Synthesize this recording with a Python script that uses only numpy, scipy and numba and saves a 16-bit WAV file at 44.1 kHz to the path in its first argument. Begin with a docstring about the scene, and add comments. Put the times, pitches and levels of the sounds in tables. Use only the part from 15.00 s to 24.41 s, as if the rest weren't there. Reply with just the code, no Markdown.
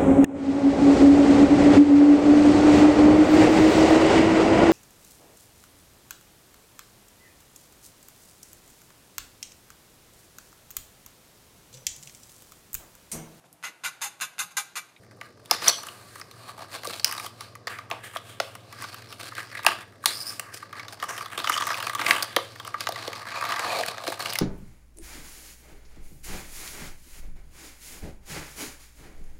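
"""A low wavering hum and a faint room hiss come first, with soft rubbing on card that soon swells.
Hands open a small cardboard box close to a phone and pull a plastic tray out of it, in a quiet furnished room.
Flaps and plastic snap as short noise bursts; fingers and tray rub the card in stick-slip grains.
Snaps and rubbing ring the resonances of the hollow box; dragged edges squeak as narrow gliding noise bands."""
import sys
import numpy as np
from scipy import signal
from scipy.fft import rfft, irfft
from scipy.io import wavfile
from scipy.ndimage import uniform_filter1d, minimum_filter1d
from numba import njit

SR = 44100
rng = np.random.default_rng(int(sys.argv[2]) if len(sys.argv) > 2 else 0)


def materialize(psi):
    """Save the field psi as 16-bit PCM at rate SR to the path in sys.argv[1].

    A 1-D psi becomes a single channel; in a 2-D psi each row is a channel.
    """
    bounded = np.clip(np.atleast_2d(psi).T, -1, 1)
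    quanta = np.round(bounded * 32767).astype(np.int16)
    wavfile.write(sys.argv[1], SR, quanta)


N = 414981  # length in samples


def undb(db):
    """Amplitude gain of a level in dB."""
    return 10 ** (np.asarray(db) / 20)


def unit(x):
    """Scale to rms 1."""
    return x / np.sqrt(np.mean(x ** 2))


def curves(table):
    """Columns of a table joined by straight lines, one value a sample."""
    times, *columns = np.transpose(table)
    return [np.interp(np.arange(N) / SR, times, column) for column in columns]


def walk(rate):
    """Random drift: levels held 1 / rate s, slewed twice, with rms 1."""
    hold = int(SR / rate)
    steps = np.repeat(rng.standard_normal(N // hold + 1), hold)
    return unit(uniform_filter1d(uniform_filter1d(steps, hold), hold)[:N])


@njit
def svf(x, hz, width):
    """State-variable band-pass with a moving centre, gain 1 at the centre."""
    y, band_state, low_state = np.empty(len(x)), 0., 0.
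    for i in range(len(x)):
        g, damping = np.tan(np.pi * hz[i] / SR), width[i] / hz[i]
        v = (band_state + g * (x[i] - low_state)) / (1 + g * (g + damping))
        band_state, low_state, y[i] = 2 * v - band_state, low_state + 2 * g * v, damping * v
    return y


def band(x, hz, width):
    """Band-pass at a fixed or moving centre."""
    one = np.ones(len(x))
    return svf(x + 1e-18, np.clip(hz * one, 20, .45 * SR), width * one)


def band_twice(x, hz, width):
    """The same band-pass twice, for steeper skirts."""
    return band(band(x, hz, width), hz, width)


def fine(x, hz=6500):
    """Only the top treble, falling towards the top, with two small bright resonances."""
    high_pass = signal.butter(3, hz, "high", fs=SR, output="sos")
    top = signal.sosfilt(high_pass, band(band(x, 8100, 8800), 8000, 16000))
    return top + 0.37 * band(x, 9350, 1200) + 0.43 * band(x, 14000, 1600)


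# spectrum of the room hiss: (f/Hz, relative level/dB)
HISS_SPECTRUM = [(20, -43), (60, -17), (110, -7), (220, -9), (600, -9), (1800, -44.5), (3300, -34.5),
                 (5000, -26), (16000, -63)]
HISS_DB = -55.5  # rms


def room_hiss():
    """Steady noise shaped by a spectrum drawn over log frequency."""
    hz = np.fft.rfftfreq(N, 1 / SR) + 1
    shape_hz, shape_db = np.transpose(HISS_SPECTRUM)
    gain = undb(np.interp(np.log(hz), np.log(shape_hz), shape_db))
    return undb(HISS_DB) * unit(irfft(rfft(rng.standard_normal(N)) * gain, N))


# hum tones: (f/Hz, rms level before waver and swell/dB, level waver/dB, pitch waver/Hz)
HUM_TONES = [(98.8, -60, 1.5, .4), (116, -58, 2.5, .6)]
# slow swell of the whole hum: (t/s, level/dB)
HUM_SWELL = [(0, -3), (1.3, -4), (2, 0), (3.7, 3), (5.6, -3), (7.2, 2.5), (9.41, 1.5)]


def low_hum():
    """Two low sine tones, each wavering in level and pitch, swell slowly together."""
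    hum = np.zeros(N)
    for hz, db, waver_db, drift_hz in HUM_TONES:
        level = undb(db + waver_db * walk(13.0))
        phase = 2 * np.pi * np.cumsum(hz + drift_hz * walk(4.1)) / SR
        hum += level * np.sqrt(2) * np.sin(phase)
    return hum * undb(curves(HUM_SWELL)[0])


# bands of the room tail: (f/Hz, time to fall 60 dB/s, relative level/dB)
ROOM_BANDS = [(494, 0.36, -22.5), (1440, 0.36, -26), (4000, 0.33, -15.5), (10800, 0.22, -19.5)]


def room(x):
    """Diffuse tail that swells in over 11 ms and dies faster in the treble."""
    t = np.arange(SR // 2) / SR
    tail = np.zeros(len(t))
    for hz, t60, db in ROOM_BANDS:
        noise = unit(band(rng.standard_normal(len(t)), hz, 0.84 * hz))
        tail += undb(db) * noise * undb(-60 * t / t60) / np.sqrt(t60 * SR / 14)
    return signal.fftconvolve(x, tail * np.clip(t / 0.011, 0, 1) ** 2)[:N]


# resonances of the box walls and cavity: (f/Hz, width/Hz, level/dB)
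BOX_MODES = [(182, 115, -6), (332, 80, 0), (503, 111, -1), (696, 101, -1), (883, 107, -7.5),
             (1172, 130, -3.5), (1610, 125, -4.5), (2155, 80, -18), (2530, 30, -8.5), (1961, 383, -2),
             (2190, 1470, -12.5)]


def box(push):
    """The walls and the cavity ring after every push, with polarity alternating in table order."""
    return sum((-1) ** k * undb(db) * band(push, hz, width)
               for k, (hz, width, db) in enumerate(BOX_MODES))


# edges that squeak as they drag: (t/s, length/s, start f/Hz, end f/Hz, nominal level/dB)
SQUEAKS = [(0.509, 0.086, 3750, 3700, -42.5), (0.623, 0.094, 5100, 4700, -33.5),
           (0.68, 0.0079, 5930, 5540, -6.5), (0.698, 0.081, 5900, 5700, -54),
           (0.705, 0.069, 3200, 3310, -38), (0.689, 0.015, 4280, 4360, -22.5),
           (0.698, 0.13, 4350, 4360, -45), (4.07, 0.09, 5350, 5300, -54), (5.069, 0.034, 3950, 4030, -32),
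           (5.098, 0.11, 4770, 5130, -37), (5.194, 0.049, 5000, 5100, -34.5),
           (5.248, 0.07, 4900, 5220, -33.5), (6.522, 0.033, 3300, 2860, -29),
           (8.297, 0.15, 2330, 2500, -41), (8.648, 0.16, 2400, 2390, -37), (8.62, 0.15, 1750, 1750, -45)]


def squeaks():
    """A dragged edge slips at a nearly even rate: a rough narrow tone with weaker, wider overtones."""
    out = np.zeros(N)
    noise = rng.standard_normal((len(SQUEAKS), 8192))
    for (start, length, start_hz, end_hz, db), grit in zip(SQUEAKS, noise):
        grit = grit[:int(length * SR)]
        hz = np.linspace(start_hz, end_hz, len(grit))
        # pitch ratio, width as a share of the main pitch, gain
        tone = sum(gain * unit(band_twice(grit, ratio * hz, share * hz))
                   for ratio, share, gain in ((1, 0.12, 0.81), (1.85, .25, 0.35), (2.8, 0.56, 0.2)))
        chatter = 1 + 0.54 * np.sin(2 * np.pi * 110 * np.arange(len(grit)) / SR)
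        at = int(start * SR)
        out[at:at + len(grit)] += undb(db) * tone * chatter * signal.windows.tukey(len(grit), .6)
    return out


# strokes of fingers, flaps and tray over the card:
# (peak t/s, rise/s, fall/s, box ring level/dB, rasp level/dB); rise and fall last at least 5 ms
STROKES = [(0.232, 0.24, 0.53, -55, -65), (0.528, 0.048, 0.063, -27.5, -32), (0.692, 0.23, 0.083, -29, -29),
           (0.784, 0.064, 0.78, -45.5, -47.5), (1.197, 0.66, 0.076, -58, -52.5),
           (1.499, 0.43, 0.13, -47.5, -48), (1.626, 0.26, 0.16, -41.5, -48.5),
           (1.745, 0.13, 0.33, -43, -40), (1.881, 0.2, 0.54, -49, -39.5), (2.065, 0.12, 0.46, -40, -44),
           (2.258, 0.24, 0.084, -43, -39.5), (2.42, 0.14, 0.25, -50, -47.5),
           (2.699, 0.016, 0.28, -37.5, -41.5), (2.925, 0.043, 0.18, -35.5, -42),
           (3.04, 0.02, 0.24, -42, -42), (3.149, 0.075, 0.079, -42.5, -43), (3.293, 0.2, 0.23, -53, -46),
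           (3.422, 0.039, 0.39, -48, -45), (3.836, 0.36, 0.61, -45.5, -44),
           (4.275, 0.65, 0.19, -46.5, -42.5), (4.401, 0.14, 0.14, -36, -40),
           (4.59, 0.34, 0.094, -42.5, -43.5), (4.68, 0.082, 0.21, -27, -30),
           (5.078, 0.071, 0.35, -42, -38.5), (5.32, 0.46, 0.2, -47.5, -44), (5.423, 0.036, 1, -46.5, -59),
           (5.542, 0.025, 0.22, -62, -41), (5.771, 0.074, 0.22, -36.5, -43.5),
           (5.927, 0.094, 0.09, -42.5, -43.5), (6.024, 0.096, 0.24, -38, -46),
           (6.087, 0.014, 0.43, -33.5, -38), (6.319, 0.016, 0.58, -38, -41),
           (6.38, 0.025, 0.11, -31.5, -32), (6.516, 0.15, 0.41, -30.5, -33.5), (6.705, 0.19, 1.2, -36, -39),
           (7.086, 0.24, 0.32, -24.5, -26.5), (7.388, 0.23, 0.8, -62, -46), (7.673, 0.15, 0.09, -45, -43.5),
           (7.817, 0.07, 0.11, -43.5, -34.5), (8.013, 0.24, 0.33, -39.5, -39),
           (8.156, 0.061, 0.39, -54, -41), (8.28, 0.068, 4.8, -37.5, -41), (8.79, 1.32, 0.19, -27, -34),
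           (8.886, 0.072, 0.034, -42, -30), (9.094, 0.15, 0.18, -45, -34),
           (9.199, 0.015, 0.48, -33.5, -33.5)]
STROKE_DEPTH_DB = 34  # a stroke gains this much in its rise time and loses it in its fall time
RESTING_RING_DB, RESTING_RASP_DB = -62, -70  # hands that only hold the box


def stroke_levels():
    """Ring and rasp levels in dB: each stroke climbs to its peak and dies away, over the resting hands."""
    t = np.arange(0, N, 64) / SR
    peak, rise, fall, ring_db, rasp_db = np.transpose(STROKES)[:, :, None]
    before, after = (peak - t) / np.maximum(rise, .005), (t - peak) / np.maximum(fall, .005)
    shape_db = -STROKE_DEPTH_DB * np.maximum(before, after)
    levels = []
    for db, rest_db in ((ring_db, RESTING_RING_DB), (rasp_db, RESTING_RASP_DB)):
        power = np.sum(undb(db + shape_db) ** 2, axis=0) + undb(rest_db) ** 2
        levels.append(np.interp(np.arange(N) / SR, t, 10 * np.log10(power)))
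    return levels


# how the grip colours the rubbing: (t/s, mean contact f/Hz, mean rasp f/Hz,
# grain spread before its limits/dB, fine hiss level over the rasp/dB)
GRIP = [(0, 1270, 4630, 7.5, 2), (.62, 1206, 4660, 2, -9), (.9, 1200, 4400, 0.5, -1.5),
        (1.25, 1244, 4460, 0.5, -2), (1.8, 965, 4150, 3, -8.5), (2.1, 1000, 4700, 4, -2),
        (2.6, 1046, 4150, -4.5, -11), (2.75, 1500, 2200, -2, -8), (2.95, 800, 2400, -2, -16),
        (3.05, 1500, 3080, -2, -3.5), (3.2, 1060, 3500, 4.5, -4), (3.5, 940, 2960, -15.5, -8),
        (3.8, 1120, 4940, 1.5, -9.5), (4.25, 1170, 4050, 3, -7.5), (4.5, 1405, 4700, 6, -8),
        (4.7, 1224, 2840, 15.5, -11.5), (5.1, 1200, 4180, 1.3, 0), (5.3, 1250, 4790, -3, 0.5),
        (5.56, 1200, 5040, 2.5, -2), (5.8, 1230, 4450, 5.5, -13), (6.12, 1200, 5900, 1.5, -5),
        (6.35, 1185, 2770, 3.5, -5.5), (6.55, 1270, 6300, 7.5, -8.5), (7.1, 1170, 2430, 2, -7),
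        (7.5, 1036, 4530, 1, -10), (8.4, 1067, 4160, 3.5, -14.5), (8.7, 767, 4130, 0.8, -10),
        (8.88, 940, 4170, 2, -10.5), (9.1, 825, 4150, 7, -10), (9.41, 1114, 4840, 0.5, -8)]
SLIPS_PER_S, SLIP_S = 400, 0.0023  # mean rate and decay time of the slips


def rubbing():
    """Surfaces stick and slip: dense grains of uneven size, in clusters, scrape the box."""
    ring_db, rasp_db = stroke_levels()
    contact_hz, rasp_hz, spread_db, hiss_db = curves(GRIP)
    spread_db = np.clip(spread_db, .5, 3.2)
    contact_hz = contact_hz * undb(1.0 * walk(14))  # the touching spot wanders over the card
    sizes = np.minimum(rng.exponential(size=N), 2.5)
    slips = (rng.random(N) < SLIPS_PER_S / SR) * (undb(spread_db * sizes) - 1)
    smear = signal.lfilter([1], [1, -np.exp(-1 / (SLIP_S * SR))], slips)  # every slip lasts a moment
    force = (.3 + smear) * undb(.5 * spread_db * walk(45))
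    force = force / np.sqrt(uniform_filter1d(force ** 2, size=6144))  # strokes set the slow level
    low, mid, high, top = force * rng.standard_normal((4, N))
    ring = box(band_twice(low, contact_hz, .75 * contact_hz) + .05 * low)
    edge = band(high, rasp_hz * (1 + .04 * walk(12)), .2 * rasp_hz)
    rasp = 1.26 * edge + 1.095 * band_twice(mid, 2060, 2000) + 1.19 * box(mid)
    layers = ((ring, ring_db), (rasp, rasp_db), (fine(top), rasp_db + hiss_db))
    return sum(undb(db + .5 * spread_db * walk(25)) * unit(x) for x, db in layers)


# small creaks and ticks of the strained wall:
# (t/s, crack peak level/dB, box ring peak level/dB, tick peak level/dB)
CREAKS = [(0.458, -38, -48, -37), (0.833, -35, -30.5, -29), (0.868, -37, -32.5, -25),
          (0.886, -28, -38, -36), (1.156, -37, -34.5, -33), (1.198, -39, -37, -34),
          (1.312, -36.5, -45, -36.5), (1.851, -39, -26.5, -27), (1.898, -37, -29, -30),
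          (2.093, -31, -30, -35), (2.124, -23, -26, -20), (2.139, -32, -38, -28),
          (2.198, -24.5, -29.5, -24), (2.263, -27.5, -29.5, -23.5), (2.553, -34, -35.5, -34.5),
          (2.678, -22, -33, -40), (2.787, -29.5, -28.5, -36), (2.901, -40, -30, -33),
          (3.169, -23.5, -29, -29), (3.552, -34.5, -32.5, -32.5), (3.726, -33, -33, -33),
          (3.822, -37, -31, -28), (3.84, -26, -29.5, -36), (3.943, -32, -29.5, -31), (4.126, -29, -34, -32),
          (4.199, -31.5, -36, -33), (4.32, -47, -30.5, -55), (4.352, -27, -48, -31),
          (4.381, -33, -28.5, -37), (4.395, -31, -38, -35), (4.569, -44, -31, -43),
          (4.591, -34, -26.5, -47), (4.633, -32, -55.5, -31), (5.039, -41, -23, -35),
          (5.626, -41, -29, -63), (5.728, -32, -29, -37), (5.796, -25, -32.5, -41), (5.882, -28, -34, -36),
          (6, -30, -35, -39), (6.026, -24, -19, -27), (6.039, -28, -23, -28), (6.179, -22, -27, -24.5),
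          (6.209, -28, -27, -38), (6.259, -27, -26.5, -31), (6.443, -17, -18, -38),
          (6.473, -13.5, -18.5, -27), (6.49, -28, -27, -28), (6.496, -20, -8.5, -14), (6.52, -16, -38, -28),
          (6.554, -28, -28, -40), (6.564, -23, -18, -28), (6.576, -15.5, -17, -36), (6.608, -21, -15, -25),
          (6.622, -18.5, -18.5, -41), (6.669, -21, -18.5, -21.5), (6.689, -24, -21, -38),
          (6.703, -21, -14.5, -30), (6.718, -26, -23, -29), (6.743, -18, -29, -32),
          (6.774, -20.5, -28, -31), (6.802, -20.5, -22, -25), (6.826, -19.5, -20, -20.5),
          (6.868, -18, -17, -23.5), (6.896, -21, -19, -22.5), (6.95, -21, -18, -19), (6.993, -19, -18, -39),
          (7.015, -18, -17, -26), (7.244, -29, -28.5, -28), (7.559, -34, -36, -42),
          (7.599, -27.5, -26.5, -35), (7.649, -30, -31, -31), (7.742, -28.5, -17.5, -40),
          (7.959, -24, -28, -41), (8.13, -23.5, -31, -33), (8.411, -28, -22, -27), (8.439, -25, -43, -31),
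          (8.452, -18.5, -25, -27), (8.49, -21, -22, -27), (8.521, -18, -16.5, -34), (8.561, -19, -22, -29),
          (8.862, -25, -30, -21), (8.942, -59, -30, -50), (9.334, -26, -46, -17), (9.355, -16, -39, -19)]
CREAK_HZ, CREAK_CONTACT_HZ = 2596, 1207  # median crack pitch, contact pitch
CREAK_SCATTER = 0.21  # random spread of the crack pitch, as a share
# snaps of card and plastic:
# (t/s, crack peak level/dB, box ring peak level/dB, tick peak level/dB, crack f/Hz, contact f/Hz)
SNAPS = [(0.213, -26.5, -29.5, -31, 2140, 1320), (0.511, -2, -12, -5.5, 5070, 894),
         (0.621, -21, -24, -36, 5150, 1170), (0.665, -25, -27, -23, 4970, 1160),
         (0.676, -10, -21, -26, 3250, 1200), (0.681, -4, -34, -21, 5730, 1210),
         (0.688, -7, -18, -29, 4300, 754), (0.694, -10, -42, -25, 4420, 1210),
         (1.214, -26.5, -29, -54, 5100, 1280), (1.834, -27, -31, -30, 4540, 1150),
         (1.872, -17.5, -25, -21, 3860, 550), (1.935, -21.5, -36, -46, 3700, 1130),
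         (1.997, -20, -58, -53, 4400, 1600), (2.045, -0.5, -30, -4, 4800, 1580),
         (2.112, -23, -26.5, -21, 4900, 1180), (2.179, -23, -26, -51, 3840, 1130),
         (2.408, -25, -30.5, -28, 4500, 1170), (2.671, -21, -19.5, -40, 4750, 1090),
         (2.913, -14, -19.5, -32, 2350, 860), (3.16, -37, -20, -37, 1990, 960),
         (3.401, -8.5, -14.5, -31, 1490, 730), (4.648, -28, -18, -19, 2400, 1130),
         (4.665, -1.5, -3.5, -3, 2640, 1356), (5.058, -1.5, -13, 0.5, 3840, 1180),
         (5.396, -21, -24, -15, 2770, 1190), (7.065, -9, -14.5, -42, 2080, 1830),
         (7.087, -21, -26, -31, 2630, 1190), (7.109, -1.5, -2.5, -13, 2700, 1570),
         (7.225, -11.5, -23, -16, 4460, 1480), (7.228, -14.5, -23, -14, 4600, 1300),
         (7.364, -5, -7.5, -9, 3200, 1170), (7.366, -24, -16.5, -40, 2350, 440),
         (7.385, -40, -20.5, -40, 3020, 1025), (7.676, -37, -24.5, -27, 2340, 1130),
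         (7.807, -14, -48, -18.5, 4740, 1520), (7.87, -15, -15.5, -22.5, 2430, 1370),
         (7.889, -20, -18.5, -21, 4450, 755), (7.923, -23, -32, -26, 3660, 523),
         (8.078, -18.5, -22, -35, 3700, 523), (8.594, -13.5, -23.5, -55, 2460, 710),
         (8.788, -19, -29, -23, 4230, 730), (8.834, -19, -16.5, -25, 2030, 1810),
         (8.981, -23.5, -24, -33, 3520, 1160), (9.038, -31, -25, -36, 3310, 897),
         (9.069, -25, -21, -34, 3000, 1295), (9.078, -16, -20.5, -21.5, 4040, 430),
         (9.194, -32, -25, -27, 4800, 960), (9.121, -34, -21.5, -24, 4520, 1150),
         (9.258, -17, -26, -33, 2760, 1920), (9.302, -18.5, -34, -30, 4860, 1194),
         (9.326, -18, -41, -32, 2750, 1500), (9.387, -12, -24.5, -13.5, 4800, 1130)]


def snaps():
    """Splintering bursts crack, tick and knock the box: snaps at listed pitches, creaks scattered round one."""
    size = 2048
    t, out = np.arange(size) / SR, np.zeros(N + size)
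    pitch = CREAK_HZ * np.exp(CREAK_SCATTER * rng.standard_normal(len(CREAKS)))
    # the last three columns: attack s, decay s, width of the contact as a share of its pitch
    events = [(*row, .00025, .0018, .8) for row in SNAPS]
    events += [(*row, hz, CREAK_CONTACT_HZ, .0003, .003, .4) for row, hz in zip(CREAKS, pitch)]
    noise = rng.standard_normal((len(events), size))
    for event, grit in zip(events, noise):
        start, crack_db, ring_db, tick_db, crack_hz, contact_hz, attack, decay, share = event
        splinter = (1 - np.exp(-t / attack)) * np.exp(-(t / decay) ** 0.74)
        first_break = 1.16 * np.exp(-t / 0.00025)
        burst = grit * (splinter + first_break)
        crack = band(burst, crack_hz, 0.15 * crack_hz) + 0.69 * band(burst, crack_hz, 110)
        crack = crack + 0.37 * band_twice(burst, 2600, 5900)
        ring = box(band_twice(burst, contact_hz, share * contact_hz))
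        tick = fine(burst * np.exp(-t / 0.0076))
        parts = ((crack, crack_db), (ring, ring_db), (tick, tick_db))
        at = int(start * SR)
        out[at:at + size] += sum(undb(db) * x / np.abs(x).max() for x, db in parts)
    return out[:N]


def scene():
    """Hands and box near the phone, the room behind them."""
    background = room_hiss() + low_hum()
    near = squeaks() + rubbing() + snaps()
    return (near + room(near) + background)[None]


TOP_HZ = 15600  # upper edge of the sound


def record(dry):
    """A limiter turns the loudest peaks down towards 0.95 of full scale; a steep low-pass cuts the top."""
    gain = np.minimum(1, .95 / (np.abs(dry) + 1e-9))
    gain = uniform_filter1d(minimum_filter1d(gain, size=129), size=128)
    return signal.sosfilt(signal.ellip(12, .2, 95, TOP_HZ, fs=SR, output="sos"), dry * gain)


dry = scene()
out = record(dry)
materialize(out)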